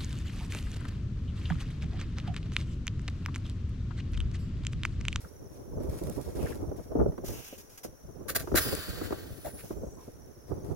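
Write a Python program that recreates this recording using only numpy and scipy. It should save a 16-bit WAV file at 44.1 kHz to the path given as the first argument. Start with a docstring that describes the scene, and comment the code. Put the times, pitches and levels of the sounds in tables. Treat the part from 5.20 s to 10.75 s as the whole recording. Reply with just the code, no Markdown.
"""Letting the air out of a kayak

Outdoors, hands rustle and squeak on an inflatable kayak. Air seeps past the cap, then the valve spits
twice, opens with a blast and hisses out as the pressure falls. Wind buffets the two microphone ports,
mixed with sharper handling knocks. Birds twitter far off, and a thin whistle arches near the end."""
import sys
import numpy as np
from scipy import signal
from scipy.fft import rfft, irfft, next_fast_len
from scipy.io import wavfile
from scipy.ndimage import map_coordinates

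SR = 44100
rng = np.random.default_rng(int(sys.argv[2]) if len(sys.argv) > 2 else 0)


def file_out(sig):
    """Save sig as 16-bit WAV at sys.argv[1]."""
    # one column per channel
    cols = np.atleast_2d(sig).T
    # limit, then scale
    lim = np.clip(cols, -1, 1)
    pcm = np.round(lim * 32767).astype(np.int16)
    wavfile.write(sys.argv[1], SR, pcm)


N = 244755
TIME = np.arange(N) / SR

# Hands stroke the kayak's skin. Each row: start in seconds, level in dB, length in seconds.
HAND_STROKES = [(0.0, -54.5, 0.0057), (.31, -64, 0.065), (.6, -60.5, .22), (.69, -53, 0.41),
                (1.15, -50.5, 0.18), (1.56, -59.5, 0.057), (4.78, -61, 0.088), (5.275, -61.5, 0.017),
                (5.44, -61, .1)]
# Fingers tick on the plastic. Each row: start in seconds, level in dB.
FINGER_TICKS = [(0.696, -44), (0.836, -40.5), (0.897, -36.5), (1.013, -42), (1.228, -42), (2.1, -46),
                (3.55, -25.5)]
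# The wind on the ports. Each row: time in seconds, strength in dB.
WIND_STRENGTH = [(0.0, -56.5), (0.49, -45.5), (0.55, -37.5), (1.06, -43.0), (1.21, -35), (1.6, -38.5),
                 (1.63, -50.5), (1.82, -25.5), (1.96, -53), (2.11, -34.5), (2.28, -64), (2.41, -53.0),
                 (2.59, -68.5), (2.69, -53), (2.77, -57), (2.9, -51.5), (3.52, -34.5), (3.63, -50.0),
                 (3.8, -41), (4.35, -49.5), (4.68, -42.5), (4.8, -54), (4.87, -51.5), (5.25, -55.5),
                 (5.33, -38.0), (5.54, -41)]
# Big swirls of air thump the ports. Each row: start in seconds, level in dB.
WIND_THUMPS = [(0.032, -42), (0.193, -43), (.545, -32.5), (0.674, -32.5), (0.819, -30.5), (.95, -39),
               (1.22, -29), (1.816, -30), (1.869, -25.5), (2.83, -45.5), (3.329, -26.5), (3.678, -34),
               (4.099, -38), (4.58, -37.5), (4.66, -41)]
# Skin drags on rubber. Each row: start in seconds, level in dB, length in seconds, pitch in Hz.
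RUBBER_SQUEAKS = [(0.043, -51, 0.0065, 1340), (1.193, -58.5, 0.13, 2600), (1.26, -44, 0.012, 1590),
                  (1.321, -50, 0.0072, 1630), (2.131, -58, 0.22, 2780), (4.248, -39, 0.032, 650),
                  (4.388, -56, 0.022, 2310), (4.769, -59.5, 0.058, 1000)]
# Dull wind buffets on the microphone, mixed with sharper handling knocks.
# Each row: start in seconds, level in dB, pitch in Hz, slap boost in dB.
BUFFETS_AND_KNOCKS = [(0.604, -26.5, 338, -15), (0.814, -28, 338, -28), (1.227, -23.5, 260, -7.5),
                      (1.25, -25.5, 450, -11), (1.442, -46, 376, -21), (1.514, -26, 389, -17),
                      (1.718, -29.5, 637, -10), (1.752, -16.5, 259, -28), (1.767, -21.5, 345, -28),
                      (1.813, -16, 401, -28), (1.859, -17, 389, -38), (1.92, -39.5, 414, 1),
                      (1.979, -31, 353, -1), (2.037, -30, 380, -35), (2.326, -36.5, 527, -30),
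                      (2.647, -29.5, 309, -9), (3.103, -32, 547, -25), (3.159, -32, 673, 2),
                      (3.273, -30.5, 340, 3), (3.317, -22, 396, -8.5), (3.342, -15.5, 333, -4.5),
                      (3.526, -23, 416, -32.5), (3.813, -25.5, 322, -3), (3.906, -23, 396, -5),
                      (3.923, -21.5, 366, -1), (4.506, -27, 324, -5), (4.633, -27.5, 450, -40),
                      (4.878, -37, 345, -24)]
# Spurts of leaking air. The rows up to 2.7 s pass the cap; the last two are a faint leak at the valve between
# spits and a puff as the pin lets go. Each row: start in seconds, level in dB, length in seconds.
LEAK_SPURTS = [(2.06, -51.5, 0.029), (2.245, -56.5, 0.042), (2.378, -51.5, 0.028), (2.495, -57.5, 0.063),
               (2.575, -43, 0.0029), (2.632, -42.5, 0.018), (3.21, -55, .14), (4.43, -54, 0.1)]
# The valve pin is pressed. Each row: start in seconds, level in dB, length and fade time in seconds.
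PIN_PRESSES = [(3.08, -30.5, 0.019, 0.1), (3.148, -23.5, 0.011, 0.083), (3.16, -17.5, 0.0026, 0.022),
               (3.192, -34.5, 0.0055, 0.11), (3.349, -23, 0.014, 0.049), (3.361, -18.5, 0.022, 0.068),
               (3.819, -43.5, 0.027, 0.11), (4.243, -43, .021, 0.17), (4.367, -48.5, 0.031, 0.16)]
# The notes of the valve's hollow well. Each row: pitch in Hz, width in Hz, level in dB.
WELL_NOTES = [(615, 63, -3), (1155, 36, -1.5), (1390, 190, -4.5), (1580, 65, 2), (1805, 140, -4),
              (2025, 150, -9), (2203, 31, -6)]
# Breathy tones at the valve's lip. Each row: settled pitch in Hz, extra pitch at the opening in Hz,
# level in dB compared with the flow, fade in dB per second, width in Hz.
VALVE_LIP_TONES = [(4460, 830, -2.5, 16.5, 510), (10000, 71, -6.5, 20, 440)]
# The whistle's path. Each row: time in seconds, pitch in Hz, level in dB.
WHISTLE_PATH = [(4.5, 6100, -82), (4.58, 6150, -67), (4.72, 6770, -68), (4.85, 6100, -81), (5.3, 4960, -78),
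                (5.55, 4450, -82)]

# The tone colours of the noises. Each row: frequency in Hz, relative level in dB.
RUB_COLOUR = [(700, 10.5), (1500, 2), (2600, -3), (4000, -2.5), (6000, 0.5), (8000, -3), (10500, 1.5),
              (15500, -3.5)]  # hands on the kayak
TICK_COLOUR = [(1500, -7), (4000, -6), (7000, -2), (11000, 1), (15500, -2)]  # fingers on plastic
RUMBLE_COLOUR = [(15, -14), (30, -15), (55, -0.5), (100, -1), (170, -7.5), (300, -22), (600, -16),
                 (1500, -82)]  # deep wind
FLUTTER_COLOUR = [(60, -14), (150, -11), (280, -1), (410, -1), (580, -10.5), (800, -17), (1200, -25),
                  (1800, -42.5), (3000, -65), (8000, -86)]  # hollow wind
FIELD_COLOUR = [(40, 23.5), (150, -16), (450, 21.5), (900, 8.5), (1500, 8.5), (2500, -3), (4400, -5),
                (6400, 2.5), (7400, -4.5), (8300, -10), (9100, -1.5), (10500, 5.5), (13500, -2.5),
                (15500, 4.5)]  # the open field
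SHUDDER_COLOUR = [(40, -30), (120, -7.5), (250, 4), (400, 2.5), (600, 0.5), (900, -19.5), (1400, -27.5),
                  (2200, -76), (6000, -93)]  # the dull part of a buffet or knock
SLAP_COLOUR = [(400, 5), (800, 7), (1200, 8), (1700, -3), (2500, -16), (4500, -21), (9000, -25)]  # its sharper slap
LEAK_COLOUR = [(900, 1.5), (1800, -1.5), (2600, -2.5), (3500, -4), (4500, -3.5), (5400, 3), (6600, 4.5),
               (7700, -4), (9000, -3), (11500, 1.5), (13500, -2), (15500, 1.5)]  # thin leaking air, past the cap and later at the valve
SPIT_COLOUR = [(300, -8), (700, -6), (1000, -9), (1500, 0.5), (2100, -3.5), (2700, -1), (3600, -2.5),
               (4400, 3.5), (5700, -2), (6900, 0.5), (8700, -5), (10200, 5), (12800, 1.5), (14700, 5.5),
               (16000, -4)]  # the spitting valve
FLOW_COLOUR = [(300, -29), (700, -59), (1050, 0), (1550, 2.5), (2050, -5), (2600, -3.5), (3400, -1),
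               (4500, -1), (5900, -11), (6900, -3.5), (8500, -10), (10100, -18), (12800, -5), (15200, -6.5)]  # the open valve's main hiss
TREBLE_COLOUR = [(6000, -12), (9200, -13.5), (10000, -5.5), (11200, -11), (12000, -7), (13000, -4),
                 (14800, -10), (16000, 0)]  # its bright top

OPEN_S, SHUT_S = 3.385, 4.45  # the pin stays down between these times


def amp(db):
    """Turn decibels into a gain."""
    return np.exp(np.maximum(db, -200) * (np.log(10) / 20))


def unit(x):
    """Scale a signal to an average (rms) level of 1."""
    return x / np.sqrt(np.mean(x ** 2) + 1e-20)


def curves(rows):
    """Join rows into one unbroken line for each column after the time."""
    times, *columns = np.transpose(rows)
    return [np.interp(TIME, times, column) for column in columns]


def gate(start, end, rise, t60):
    """Swell from start, hold until end, then fade by 60 dB every t60 seconds."""
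    return (1 - np.exp(-np.maximum(TIME - start, 0) / rise)) * amp(-60 * np.maximum(TIME - end, 0) / t60)


def bursts(rows, rise, t60):
    """The combined strength of bursts that all swell and fade alike."""
    return np.sqrt(sum((amp(db) * gate(s, s + length, rise, t60)) ** 2 for s, db, length in rows))


def wobble(rate):
    """A smooth curve through `rate` random points a second."""
    return map_coordinates(rng.standard_normal(int(N * rate / SR) + 4), [TIME * rate])


def filtered(x, response):
    """Turn each frequency up or down by the gain that `response` gives it."""
    n = x.shape[-1]
    padded = next_fast_len(n + 8192)
    return irfft(rfft(x, padded) * response(np.fft.rfftfreq(padded, 1 / SR)), padded)[..., :n]


def coloured(x, colour):
    """Give a signal a tone colour, at level 1."""
    points_hz, db = np.transpose(colour)
    return unit(filtered(x, lambda hz: amp(np.interp(np.log(hz + 1), np.log(points_hz), db))))


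def noise(colour, samples=N):
    """Coloured noise, different at the two ports."""
    return coloured(rng.standard_normal((2, samples)), colour)


def band(x, centre_hz, width_hz):
    """Keep mostly the frequencies near centre_hz."""
    return filtered(x, lambda hz: 1 / (1 + (2 * (hz - centre_hz) / width_hz) ** 2))


def breathy(hz, width_hz):
    """A narrow band of noise around a pitch that may glide."""
    drift = band(rng.standard_normal((2, 2, N)), 0, width_hz)
    phase = 2 * np.pi * np.cumsum(hz * np.ones(N)) / SR
    return unit(drift[0] * np.cos(phase) + drift[1] * np.sin(phase))


def rush(colour, lag_ms, echo, t60, wash, merge_hz=1400):
    """Rushing noise heard directly, as quick echoes off hull and ground, and as a wash from all around."""
    t = np.arange(SR // 25) / SR
    paths = rng.standard_normal((2, len(t))) * amp(-60 * t / t60) * (t > 0.003)
    paths *= echo / np.linalg.norm(paths, axis=1, keepdims=True)
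    lag = round(lag_ms * SR / 1000)  # the direct sound reaches one port first
    paths[0, max(-lag, 0)] += 1
    paths[1, max(lag, 0)] += 1
    air = rng.standard_normal(N)
    left, right = [signal.fftconvolve(air, p, "same") + wash * rng.standard_normal(N) for p in paths]
    # long waves reach both ports more alike
    side = filtered(left - right,
                    lambda hz: np.hypot(0.4, (hz / merge_hz) ** 2) / np.hypot(1, (hz / merge_hz) ** 2))
    return coloured(np.array([left + right + side, left + right - side]), colour)


def hands(slips_per_s=45, crackle_db=4.5, crackle_t60=0.0071):
    """The tight skin crackles as it sticks and slips under the hands; fingers tick on plastic."""
    slips = (rng.random(N) < slips_per_s / SR) * rng.exponential(1, N)
    crackle = signal.lfilter([1], [1, -amp(-60 / (crackle_t60 * SR))], slips)
    grain = unit(amp(0.76 * wobble(300) + 1.6 * wobble(50)) * np.hypot(1, amp(crackle_db) * crackle))
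    strokes = bursts(HAND_STROKES, rise=0.0027, t60=0.53)
    rub = strokes * grain * rush(RUB_COLOUR, lag_ms=0.43, echo=1.8, t60=0.037, wash=0.75)
    ticks = sum(amp(db) * gate(s, s + 0.0011, rise=0.00074, t60=0.014) for s, db in FINGER_TICKS)
    return rub + ticks * noise(TICK_COLOUR)


def wind():
    """Wind makes a deep rumble and a hollow flutter; each port gets its own small swirls."""
    wind_db = curves(WIND_STRENGTH)[0]
    swirls = np.array([wobble(45), wobble(45)])
    thumps = sum(amp(db) * gate(s, s + 0.03, rise=0.0072, t60=0.047) for s, db in WIND_THUMPS)
    rumble = amp(wind_db + 0.5) * unit(amp(3.87 * swirls + 1.5 * wobble(14)))
    flutter = amp(wind_db - 1) * unit(amp(4.84 * swirls))
    return np.hypot(rumble, thumps) * noise(RUMBLE_COLOUR) + flutter * noise(FLUTTER_COLOUR)


def field():
    """The quiet hiss of the open field."""
    return amp(-58.5) * noise(FIELD_COLOUR)


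def birds(count=1800, pitch_hz=5780, spread=0.037, fall=0.11, chirp_s=0.012, level_db=-67):
    """A far flock: many short, falling chirps blur into a twitter."""
    t = np.arange(SR // 60) / SR
    progress = np.clip(t / chirp_s, 0, 1)
    jitter, pitch, size, *phases = rng.standard_normal((count, 5)).T[:, :, None]
    cycles = np.cumsum(pitch_hz * np.exp(spread * pitch - fall * (progress - 0.5)), axis=1) / SR
    starts = (np.clip((np.arange(count)[:, None] + jitter) / count, 0, 1) * N).astype(int)
    places = starts + np.arange(len(t))
    swell = amp(3.5 * size) * np.sin(np.pi * progress) ** 2
    chirps = [swell * np.sin(2 * np.pi * (cycles + phase)) for phase in phases]
    flock = np.array([np.bincount(places.ravel(), chirp.ravel(), N)[:N] for chirp in chirps])
    return amp(level_db) * unit(flock * amp(0.77 * wobble(6.8)))


def squeaks(width_share=0.37):
    """Each drag of skin on rubber makes a short, hoarse band of noise around its pitch."""
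    out, t = np.zeros((2, N + SR)), np.arange(SR // 3) / SR
    for start, db, length, hz in RUBBER_SQUEAKS:
        rasp = band(rng.standard_normal((2, len(t))), hz, width_share * hz)
        stroke = (1 - np.exp(-t / 0.0008)) * amp(-60 * np.maximum(t - length, 0) / 0.076)
        out[:, round(start * SR):][:, :len(t)] += amp(db) * stroke * unit(rasp)
    return out[:, :N]


def buffets_and_knocks(ring_t60=0.059, slap_t60=0.058, sway_db=0.74):
    """Each wind buffet or handling knock is a brief low tone, a rough shudder and a short slap."""
    out, t = np.zeros((2, N + SR)), np.arange(SR // 4) / SR
    for start, db, hz, slap_db in BUFFETS_AND_KNOCKS:
        ring = np.sin(2 * np.pi * hz * t + rng.uniform(-0.43, 1.23, (2, 1)))
        shudder, slap = noise(SHUDDER_COLOUR, len(t)), noise(SLAP_COLOUR, len(t))
        bump = (ring + 0.98 * shudder) * (1 - np.exp(-t / 0.0025)) * amp(-60 * t / ring_t60)
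        slap *= (1 - np.exp(-t / 0.00053)) * amp(slap_db - 11 - 60 * t / slap_t60)
        port_gains = amp(db + 2 + sway_db * rng.standard_normal((2, 1)))
        out[:, round(start * SR):][:, :len(t)] += (bump / np.abs(bump).max() + slap) * port_gains
    return out[:, :N]


def cap_leak(start_s=2.036, end_s=2.324, fall_db_per_s=28.5):
    """A thin, sputtering leak starts and fades as the cap is turned, with a few spurts; two later leaks at the
    valve share the same thin hiss."""
    seep_db = -44 - fall_db_per_s * np.maximum(TIME - start_s, 0)
    sputter_db = 2.6 * wobble(130) + 1.5 * wobble(30.02)
    leak = amp(seep_db + sputter_db) * gate(start_s, end_s, rise=0.014, t60=0.93)
    spurts = bursts(LEAK_SPURTS, rise=0.0016, t60=0.1)
    return (leak + spurts) * rush(LEAK_COLOUR, lag_ms=0.34, echo=0.85, t60=0.032, wash=0.84)


def spit_strength(rise_share=0.57):
    """Each press of the pin lets out a rough puff that swells for part of its length."""
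    power = sum((amp(db) * gate(s, s + length, rise_share * length, t60)) ** 2
                for s, db, length, t60 in PIN_PRESSES)
    return np.sqrt(power) * amp(1.9 * wobble(300))


def well_ring():
    """Air blowing across the valve's well makes it ring, a little louder on the left."""
    def response(hz):
        return sum((-1) ** k * amp(db) * 1j * hz * width / (pitch ** 2 - hz ** 2 + 1j * hz * width)
                   for k, (pitch, width, db) in enumerate(WELL_NOTES))
    draught = rng.standard_normal(N) + 0.6 * rng.standard_normal((2, N))
    return unit(filtered(draught, response)) * amp([[1.2], [-1.2]])


def valve_hiss(age, flow, surge_db=28, surge_s=0.22, sag_s=0.13, pinch_s=4.39):
    """The hiss starts with a bright surge; as the pressure falls it fades and the lip tones sag."""
    treble = amp(-52 + surge_db * np.exp(-age / surge_s))
    hiss = flow * rush(FLOW_COLOUR, lag_ms=-0.19, echo=0.69, t60=0.038, wash=0.6)
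    hiss += treble * rush(TREBLE_COLOUR, lag_ms=-0.2, echo=0.61, t60=0.054, wash=0.4)
    waver_hz = 67.8 * wobble(25)
    for settled_hz, extra_hz, db, fade, width_hz in VALVE_LIP_TONES:
        pitch_hz = settled_hz + waver_hz + extra_hz * np.exp(-age / sag_s)
        hiss += flow * amp(db - fade * age) * breathy(pitch_hz, width_hz)
    # the lip sings louder up to the moment the gap narrows
    pinch = amp(-50 - 58 * np.maximum(pinch_s - TIME, 0)) * gate(OPEN_S, pinch_s, rise=0.01, t60=0.29)
    return hiss + pinch * breathy(10280 + waver_hz, width_hz=600)


def valve(empty_s=1.22):
    """The pin spits, then stays down while the pressure runs out; spits and flow both ring the well."""
    age = np.maximum(TIME - OPEN_S, 0)
    pressure = np.maximum(1 - age / empty_s, 0)
    flow = amp(-39) * pressure ** 2.3
    opening = gate(OPEN_S, SHUT_S, rise=0.0057, t60=1.0) * amp(1.2 * wobble(70))
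    hiss = opening * valve_hiss(age, flow)
    spits = spit_strength()
    blast = spits * rush(SPIT_COLOUR, lag_ms=-0.54, echo=1.8, t60=0.035, wash=0.74)
    ring = (amp(-7) * spits + amp(-6) * flow * opening) * well_ring()
    return hiss + blast + ring


def whistle(upper_ratio=1.2, upper_db=-4.5):
    """Two thin tones arch together, then sink and fade."""
    hz, db = curves(WHISTLE_PATH)
    return amp(db) * (breathy(hz, width_hz=150) + amp(upper_db) * breathy(upper_ratio * hz, width_hz=200))


def scene():
    """Add the kayak's sounds and everything around them."""
    kayak = valve() + cap_leak() + hands() + squeaks()
    return kayak + wind() + buffets_and_knocks() + birds() + whistle() + field()


def record(dry, top_hz=15900):
    """The camera keeps nothing above top_hz."""
    return filtered(dry, lambda hz: hz < top_hz)


dry = scene()
out = record(dry)
file_out(out)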